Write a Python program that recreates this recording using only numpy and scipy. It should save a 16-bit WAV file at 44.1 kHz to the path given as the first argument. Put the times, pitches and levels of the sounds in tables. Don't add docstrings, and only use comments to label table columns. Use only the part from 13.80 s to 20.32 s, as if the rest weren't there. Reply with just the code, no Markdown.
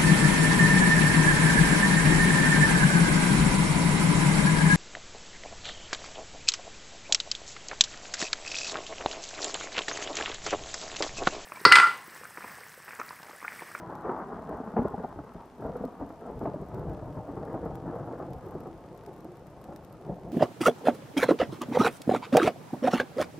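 import sys
import numpy as np
from scipy import signal
from scipy.fft import rfft, irfft
from scipy.io import wavfile
from scipy.ndimage import uniform_filter1d

SR = 44100
rng = np.random.default_rng(int(sys.argv[2]) if len(sys.argv) > 2 else 0)


def file_out(sig):
    cols = np.atleast_2d(sig).T
    lim = np.clip(cols, -1, 1)
    pcm = np.round(lim * 32767).astype(np.int16)
    wavfile.write(sys.argv[1], SR, pcm)


N = 287532


def gain_of(db):
    return 10 ** (np.asarray(db) / 20)


def evened(x):
    return x / np.sqrt(np.mean(x ** 2) + 1e-20)


def read(points, hz):
    f, value = np.transpose(points)
    return np.interp(np.log(hz + 1), np.log(f + 1), value)


def add(mix, s, sound):
    start = max(round(s * SR), 0)
    part = mix[:, start:][:, :sound.shape[-1]]
    part += sound[..., :part.shape[-1]]


def shaped(x, gain):
    hz = np.fft.rfftfreq(x.shape[-1], 1 / SR)
    return irfft(rfft(x) * gain(hz), x.shape[-1])


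def pulse(db, size=4096):
    hz = abs(np.fft.fftfreq(size, 1 / SR))
    log_gain = np.log(np.maximum(gain_of(db(hz)), 1e-5))
    wave = np.fft.ifft(np.exp(np.conj(signal.hilbert(log_gain)))).real
    return wave / np.linalg.norm(wave)


# [dB, relative]
FRONT_SPECTRUM = [(15, -60), (25, -3), (175, 0), (215, -1.5), (258, 1), (403, -1), (477, -0.5), (553, -3.5),
                  (641, -2.5), (862, -6.5), (1140, -14.5), (1230, -14.5), (2100, -35.5), (2730, -65),
                  (4620, -120)]


def shock(absorb_db, air_hz=2000):
    def spectrum_db(hz):
        air_loss_db = absorb_db * np.maximum((hz / air_hz) ** 2 - 1, 0)
        return read(FRONT_SPECTRUM, np.minimum(hz, air_hz)) - air_loss_db
    return pulse(spectrum_db)


BASS_HZ, EDGE_HZ = 160, 850


def registers(x, order=8):
    bass = shaped(x, lambda hz: 1 / (1 + (hz / BASS_HZ) ** order))
    below_edge = shaped(x, lambda hz: 1 / (1 + (hz / EDGE_HZ) ** order))
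    return bass, below_edge - bass, x - below_edge


def from_sky(fronts, width=0.091):
    side = width * rng.standard_normal(len(fronts))
    return np.array([fronts * (1 + side), fronts * (1 - side)])


def boil(x, patch_db=2.5, size=1024, frame_count=13, bin_count=2):
    overlap = size * 3 // 4
    z = signal.stft(x, nperseg=size, noverlap=overlap)[2]
    noise = rng.standard_normal(z.shape[1:])
    smooth_in_time = uniform_filter1d(noise, frame_count, 1)
    patches = evened(uniform_filter1d(smooth_in_time, bin_count, 0))
    z = z * gain_of(patch_db * np.clip(patches, -2, 2))
    return signal.istft(z, nperseg=size, noverlap=overlap)[1][:, :N]


SURGE_RISE = 0.69

# crest_s [s], level_db [dB, of the body], fade_s [s, to 1/e in power], brightness_db [dB]
BRANCH_SURGES = [(0.116, -42.5, 0.018, 5.5), (0.301, -38, 0.073, 3), (0.398, -40.5, 0.031, 12),
                 (0.534, -42, 0.043, 3), (0.727, -37.5, 0.047, -2.5), (1.067, -39.5, 0.041, 2),
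                 (1.177, -46, 0.068, 3.5), (1.304, -49.5, 0.036, 9), (1.385, -46, 0.028, -9),
                 (1.48, -60.5, 0.035, 17), (1.599, -48.5, 0.051, 4), (1.852, -38, 0.059, -0.5),
                 (1.98, -47.5, 0.05, 10), (2.217, -42.5, 0.026, 4), (2.469, -42.5, 0.072, 0.5),
                 (2.59, -46, 0.059, -10.5), (2.678, -39, 0.049, -1), (2.81, -43, 0.018, -8),
                 (2.979, -38, 0.072, -4.5), (3.11, -38, 0.059, -4), (3.228, -39, 0.014, -5),
                 (3.288, -45, 0.055, -5.5), (3.379, -37.5, 0.024, -4), (3.503, -40, 0.038, 0),
                 (3.6, -40, 0.055, -2), (3.709, -39.5, 0.068, 5), (3.843, -35, 0.032, -2),
                 (3.92, -43, 0.066, -4.5), (4.107, -38, 0.079, 1), (4.2, -43, 0.069, 4),
                 (4.322, -40.5, 0.085, 0), (4.415, -44.5, 0.037, 8.5), (4.516, -43.5, 0.039, -9.5),
                 (4.655, -46, 0.034, 4), (4.76, -42.5, 0.083, 0.5), (4.862, -48.5, 0.021, 7),
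                 (5.014, -49.5, 0.069, -4.5), (5.367, -53, 0.16, 2), (5.744, -53.5, 0.1, -6.5),
                 (5.912, -47.5, 0.1, 1), (6.285, -43, 0.071, -2.5), (6.47, -44.5, 0.1, -2.5)]


def surges(t, leaning):
    power = 0
    for crest, db, fade, bright in BRANCH_SURGES:
        distance = np.maximum((t - crest) / fade, (crest - t) / (fade * SURGE_RISE))
        power = power + gain_of(db + leaning * bright) ** 2 * np.exp(-distance ** 2)
    return np.sqrt(power)


EDGE_NEAR_DB, EDGE_FAR_DB, EDGE_FADE_S = -3.5, -13.5, 1.92
BASS_NEAR_DB, BASS_FAR_DB = -8.5, -5.5
BOOM_S, BOOM_ONSET_S = 2.4, 0.11

# [dB, before bed_trim_db]
RUMBLE_BED = [(0.0, -42.5), (1.12, -41), (1.32, -46), (1.61, -47.5), (1.85, -55.5), (1.98, -42.5),
              (2.4, -45.5), (2.61, -43.5), (4.34, -41.5), (5.08, -46), (6.19, -47.5), (6.52, -56)]


def roll(fronts_per_s=1800, clump_db=1.11, clump_hz=35, bed_trim_db=-4.0,
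         bed_bass_db=3.0, bed_edge_db=2.5, step_count=64):
    t = np.arange(0, N, step_count) / SR
    bed = gain_of(np.interp(t, *np.transpose(RUMBLE_BED)) + bed_trim_db)
    boom = (1 + np.tanh((t - BOOM_S) / BOOM_ONSET_S)) / 2
    bass_db = BASS_NEAR_DB + (BASS_FAR_DB - BASS_NEAR_DB) * boom
    edge_db = EDGE_FAR_DB + (EDGE_NEAR_DB - EDGE_FAR_DB) * np.exp(-t / EDGE_FADE_S)
    bass_level = gain_of(bass_db) * np.hypot(surges(t, -1.3), gain_of(bed_bass_db) * bed)
    body_level = np.hypot(surges(t, 0), bed)
    edge_level = gain_of(edge_db) * np.hypot(surges(t, 0.74), gain_of(bed_edge_db) * bed)
    levels = [bass_level, body_level, edge_level]

    clumps = evened(shaped(rng.standard_normal(N), lambda hz: hz / clump_hz * np.exp(-hz / clump_hz)))
    sizes = gain_of(clump_db * clumps) * rng.choice([-1, 1], N)
    fronts = from_sky(sizes * (rng.random(N) < fronts_per_s / SR))
    thunder = signal.oaconvolve(fronts, shock(absorb_db=40.5)[None])[:, :N]
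    bands = registers(boil(thunder))
    now = np.arange(N) / SR
    return sum(np.interp(now, t, level) * evened(band) for level, band in zip(levels, bands))


# [dB per Hz, relative]
RAIN_SPECTRUM = [(20, 16.5), (100, -5), (500, 4), (1500, 10.5), (2800, 4), (4000, -0.5), (5500, -1),
                 (6700, -3.5), (10000, -5.5), (13000, -10), (15000, -6), (16000, -33.5)]
# pitch_hz [Hz], shared_power [share, 0 to 1]
RAIN_LIKENESS = [(20, 0.09), (1500, 0.57), (4000, 0.67), (8000, 0.13), (16000, 0)]


def rain(level_db=-66.0, patter=0.42, patter_per_s=900, size_db=14.0):
    sizes = gain_of(size_db * np.minimum(rng.exponential(1, (3, N)), 5))
    grains = sizes * (rng.random((3, N)) < patter_per_s / SR)
    signed_grains = grains * rng.choice([-1, 1], (3, N))
    drive = rng.standard_normal((3, N)) + patter * evened(signed_grains)

    def same(hz):
        return np.clip(read(RAIN_LIKENESS, hz), 0, 1)
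    own = shaped(drive[:2], lambda hz: np.sqrt(1 - same(hz)))
    shared = shaped(drive[2], lambda hz: np.sqrt(same(hz)))
    coloured = shaped(own + shared, lambda hz: gain_of(read(RAIN_SPECTRUM, hz)))
    return gain_of(level_db) * evened(coloured)


def breeze(level_db=-64.0, top_hz=55., low_hz=22.):
    def spectrum(hz):
        return hz ** 2 / (hz ** 2 + low_hz ** 2) / (1 + (hz / top_hz) ** 2)
    return gain_of(level_db) * evened(shaped(rng.standard_normal((2, N)), spectrum))


# time_s [s], lag_s [s]
GROUND_LAG = [(0, 0.0063), (.6, 0.0046), (1.2, 0.0049), (2.2, 0.004), (2.7, 0.0048), (3.2, 0.0066),
              (4.1, 0.0063), (4.6, 0.0056), (6.5, 0.0056)]


def ground(x, bounce=0.33, grass_hz=890.0):
    now = np.arange(N)
    then = now - SR * np.interp(now / SR, *np.transpose(GROUND_LAG))
    dull = shaped(x, lambda hz: 1 / (1 + (hz / grass_hz) ** 2))
    bounced = np.array([np.interp(then, now, side) for side in dull])
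    return (x + bounce * bounced) / np.sqrt(1 + bounce ** 2)


# [s, to fall 60 dB]
FOREST_DECAY = [(40, 1), (300, 0.2), (1000, 0.97), (3000, 0.8)]


def forest(x, rise_s=0.081):
    hz, t, z = signal.stft(rng.standard_normal((2, SR)), SR, nperseg=256)
    decay = gain_of(-60 * t / read(FOREST_DECAY, hz)[:, None])
    z *= decay * (1 - np.exp(-t / rise_s))
    tail = signal.istft(z, SR, nperseg=256)[1]
    return signal.fftconvolve(x, tail / np.linalg.norm(tail[0]), axes=1)[:, :N]


CLAP_BASS_DB, CLAP_EDGE_DB = -15, -18

# [s, fade to 1/e]
BROADSIDE_CLAPS = [(0.099, -31, 9, 837, 0.0054), (0.247, -23, 7, 420, 0.026), (0.295, -20, 9.5, 372, 0.007),
                   (0.693, -28.5, 10, 448, 0.0042), (0.802, -25.5, 2, 266, 0.008),
                   (0.875, -28, 7.5, 213, 0.012), (0.938, -28.5, 0, 180, 0.007),
                   (0.967, -14.5, 5, 257, 0.017), (0.981, -18.5, 7, 220, 0.016),
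                   (0.993, -15, -17, 493, 0.0058), (1.019, -20.5, -1.5, 277, 0.0059),
                   (1.054, -17.5, -5, 301, 0.006), (1.142, -22, -6, 780, 0.0053),
                   (1.18, -26, 6, 180, 0.0091), (1.201, -28, 0, 450, 0.013), (1.243, -21, 6, 770, 0.0089),
                   (1.39, -26.5, 5, 300, 0.0081), (1.555, -29, -15, 190, 0.0062),
                   (1.853, -24, -11, 500, 0.0079), (1.894, -26.5, -8, 537, 0.039),
                   (1.958, -25.5, 4, 490, 0.004), (2.011, -25.5, -9, 194, 0.011),
                   (2.041, -22, -3, 267, 0.0096), (2.212, -25, -9, 288, 0.022),
                   (2.304, -34, 12, 326, 0.006), (2.498, -28, 4, 530, 0.014), (2.615, -24, 4, 286, 0.016),
                   (2.657, -22, 13, 664, 0.005), (2.676, -20, 3, 316, 0.0062), (2.741, -24, -3, 618, 0.013),
                   (2.76, -26, -6, 297, 0.0058), (3.573, -27.5, 2, 386, 0.0061),
                   (3.615, -29.5, 3, 258, 0.0044), (3.743, -24.5, 0, 348, 0.015),
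                   (3.762, -25.5, -5, 335, 0.018), (3.862, -24.5, -1, 178, 0.006),
                   (4.159, -30, 0, 630, 0.0078), (4.401, -27.5, 6, 364, 0.014),
                   (4.752, -24.5, -5, 366, 0.0076), (4.868, -30.5, 3, 470, 0.0063),
                   (5.274, -34, 0, 388, 0.019), (5.452, -32, -2, 322, 0.0069),
                   (6.296, -23.5, -11.5, 176, 0.021)]


def claps(trim_db=-7.5, crowd=1.0, rise_s=0.003, fronts_per_s=1200, knock_db=10.0,
          knock_octaves=0.21, size=8192, lead_count=1024, window_count=384):
    out = np.zeros((2, N))
    t = (np.arange(size) - lead_count) / SR
    front = shock(absorb_db=15.0)
    for s, db, bright, pitch, spread in BROADSIDE_CLAPS:
        swell = np.exp(-np.maximum(t / spread, -t / rise_s))
        arrivals = rng.choice([-1, 1], size) * (rng.random(size) < fronts_per_s / SR)
        train = crowd * swell * arrivals
        train[lead_count] = 1
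        knock = pulse(lambda hz: knock_db * np.exp(-np.log2((hz + 1) / pitch) ** 2 / knock_octaves ** 2))
        knocking_front = signal.fftconvolve(front, knock)
        clap = signal.oaconvolve(from_sky(train), knocking_front[None])
        bass, body, edge = map(evened, registers(clap))
        wave = body + gain_of(CLAP_BASS_DB - bright) * bass + gain_of(CLAP_EDGE_DB + bright) * edge
        strongest = np.sqrt(uniform_filter1d(wave[0] ** 2, window_count).max())
        add(out, s + t[0], gain_of(db + trim_db) * wave / strongest)
    return out


# [dB, relative]
TICK_SPECTRUM = [(1000, -28), (5000, -10), (8000, -3.5), (10500, -9.5), (12800, 5.5), (14500, -15),
                 (16500, -21.5)]
# [dB, relative]
THUD_SPECTRUM = [(300, -14), (1500, 6.5), (3000, -2), (5500, -0.5), (9000, -9), (16000, -23)]


def drop(db, thud_db, pan_db, splash=.15, splash_s=0.0028, detune=0.062, size=1024):
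    hit = splash * rng.standard_normal((2, size)) * np.exp(-np.arange(size) / SR / splash_s)
    hit[:, 0] += 1
    stretch = np.exp(detune * rng.standard_normal(2))
    tick = np.array([pulse(lambda hz: read(TICK_SPECTRUM, hz * k), size=size) for k in stretch])
    thud = gain_of(thud_db) * pulse(lambda hz: read(THUD_SPECTRUM, hz), size=size)
    wave = signal.fftconvolve(hit, tick + thud, axes=1)
    return gain_of([[db + pan_db / 2], [db - pan_db / 2]]) * wave / abs(wave).max()


SMALL_DROP_DB, DROP_SIZES_DB = -58, 3
THUD_DB, THUD_GROWTH = -3.5, 0.49

# [dB, left over right]
LARGE_DROPS = [(0.1537, -46.5, 3.5), (0.694, -52.5, 14), (1.083, -49, 7), (2.0523, -46, 9), (2.593, -50, 9),
               (2.814, -57, 14), (2.945, -47, 1.5), (3.652, -50, -3), (3.9547, -42, 4), (4.5337, -43.5, 2),
               (4.71, -52, 8), (4.806, -48.5, 0), (5.1765, -50, 8), (5.263, -44, 6), (5.3637, -54, 11),
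               (5.4058, -48.5, 9), (5.446, -48, 2), (5.669, -49, 10), (5.8418, -45, -2), (5.9617, -39, 2),
               (6.048, -48, 7), (6.127, -49, -2.5)]


def near_drops(large_trim_db=3.5, small_trim_db=-1.5, scatter_db=10.5, lean_db=5.5, count=170):
    out = np.zeros((2, N))

    def thud_level(db):
        return THUD_DB + THUD_GROWTH * (db - SMALL_DROP_DB)
    for s, db, pan_db in LARGE_DROPS:
        add(out, s, drop(db + large_trim_db, thud_level(db), pan_db))
    for when, chance, side in rng.random((count, 3)):
        db = SMALL_DROP_DB + DROP_SIZES_DB * min(-np.log(1 - chance), np.pi)
        pan_db = lean_db + scatter_db * (2 * side - 1)
        add(out, when * N / SR, drop(db + small_trim_db, thud_level(db), pan_db))
    return out


# [dB, left over right]
THUNDER_BALANCE = [(60, 2), (150, 2.0), (380, 0), (950, 1), (2380, 4.5), (5980, -14), (15000, -2)]


def scene(echo_db=-20.5):
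    thunder = ground(roll() + claps())
    thunder = thunder + gain_of(echo_db) * forest(thunder)
    thunder = shaped(thunder, lambda hz: gain_of(np.outer([.5, -.5], read(THUNDER_BALANCE, hz))))
    return thunder + rain() + near_drops() + breeze()


TOP_HZ = 15900


def record(dry, low_cut_hz=53.0):
    heard = shaped(dry, lambda hz: hz ** 2 / np.hypot(hz ** 2, low_cut_hz ** 2))
    low_pass = signal.firwin(511, TOP_HZ, window=("kaiser", 9), fs=SR)
    return signal.oaconvolve(heard, low_pass[None], "same")


dry = scene()
out = record(dry)
file_out(out)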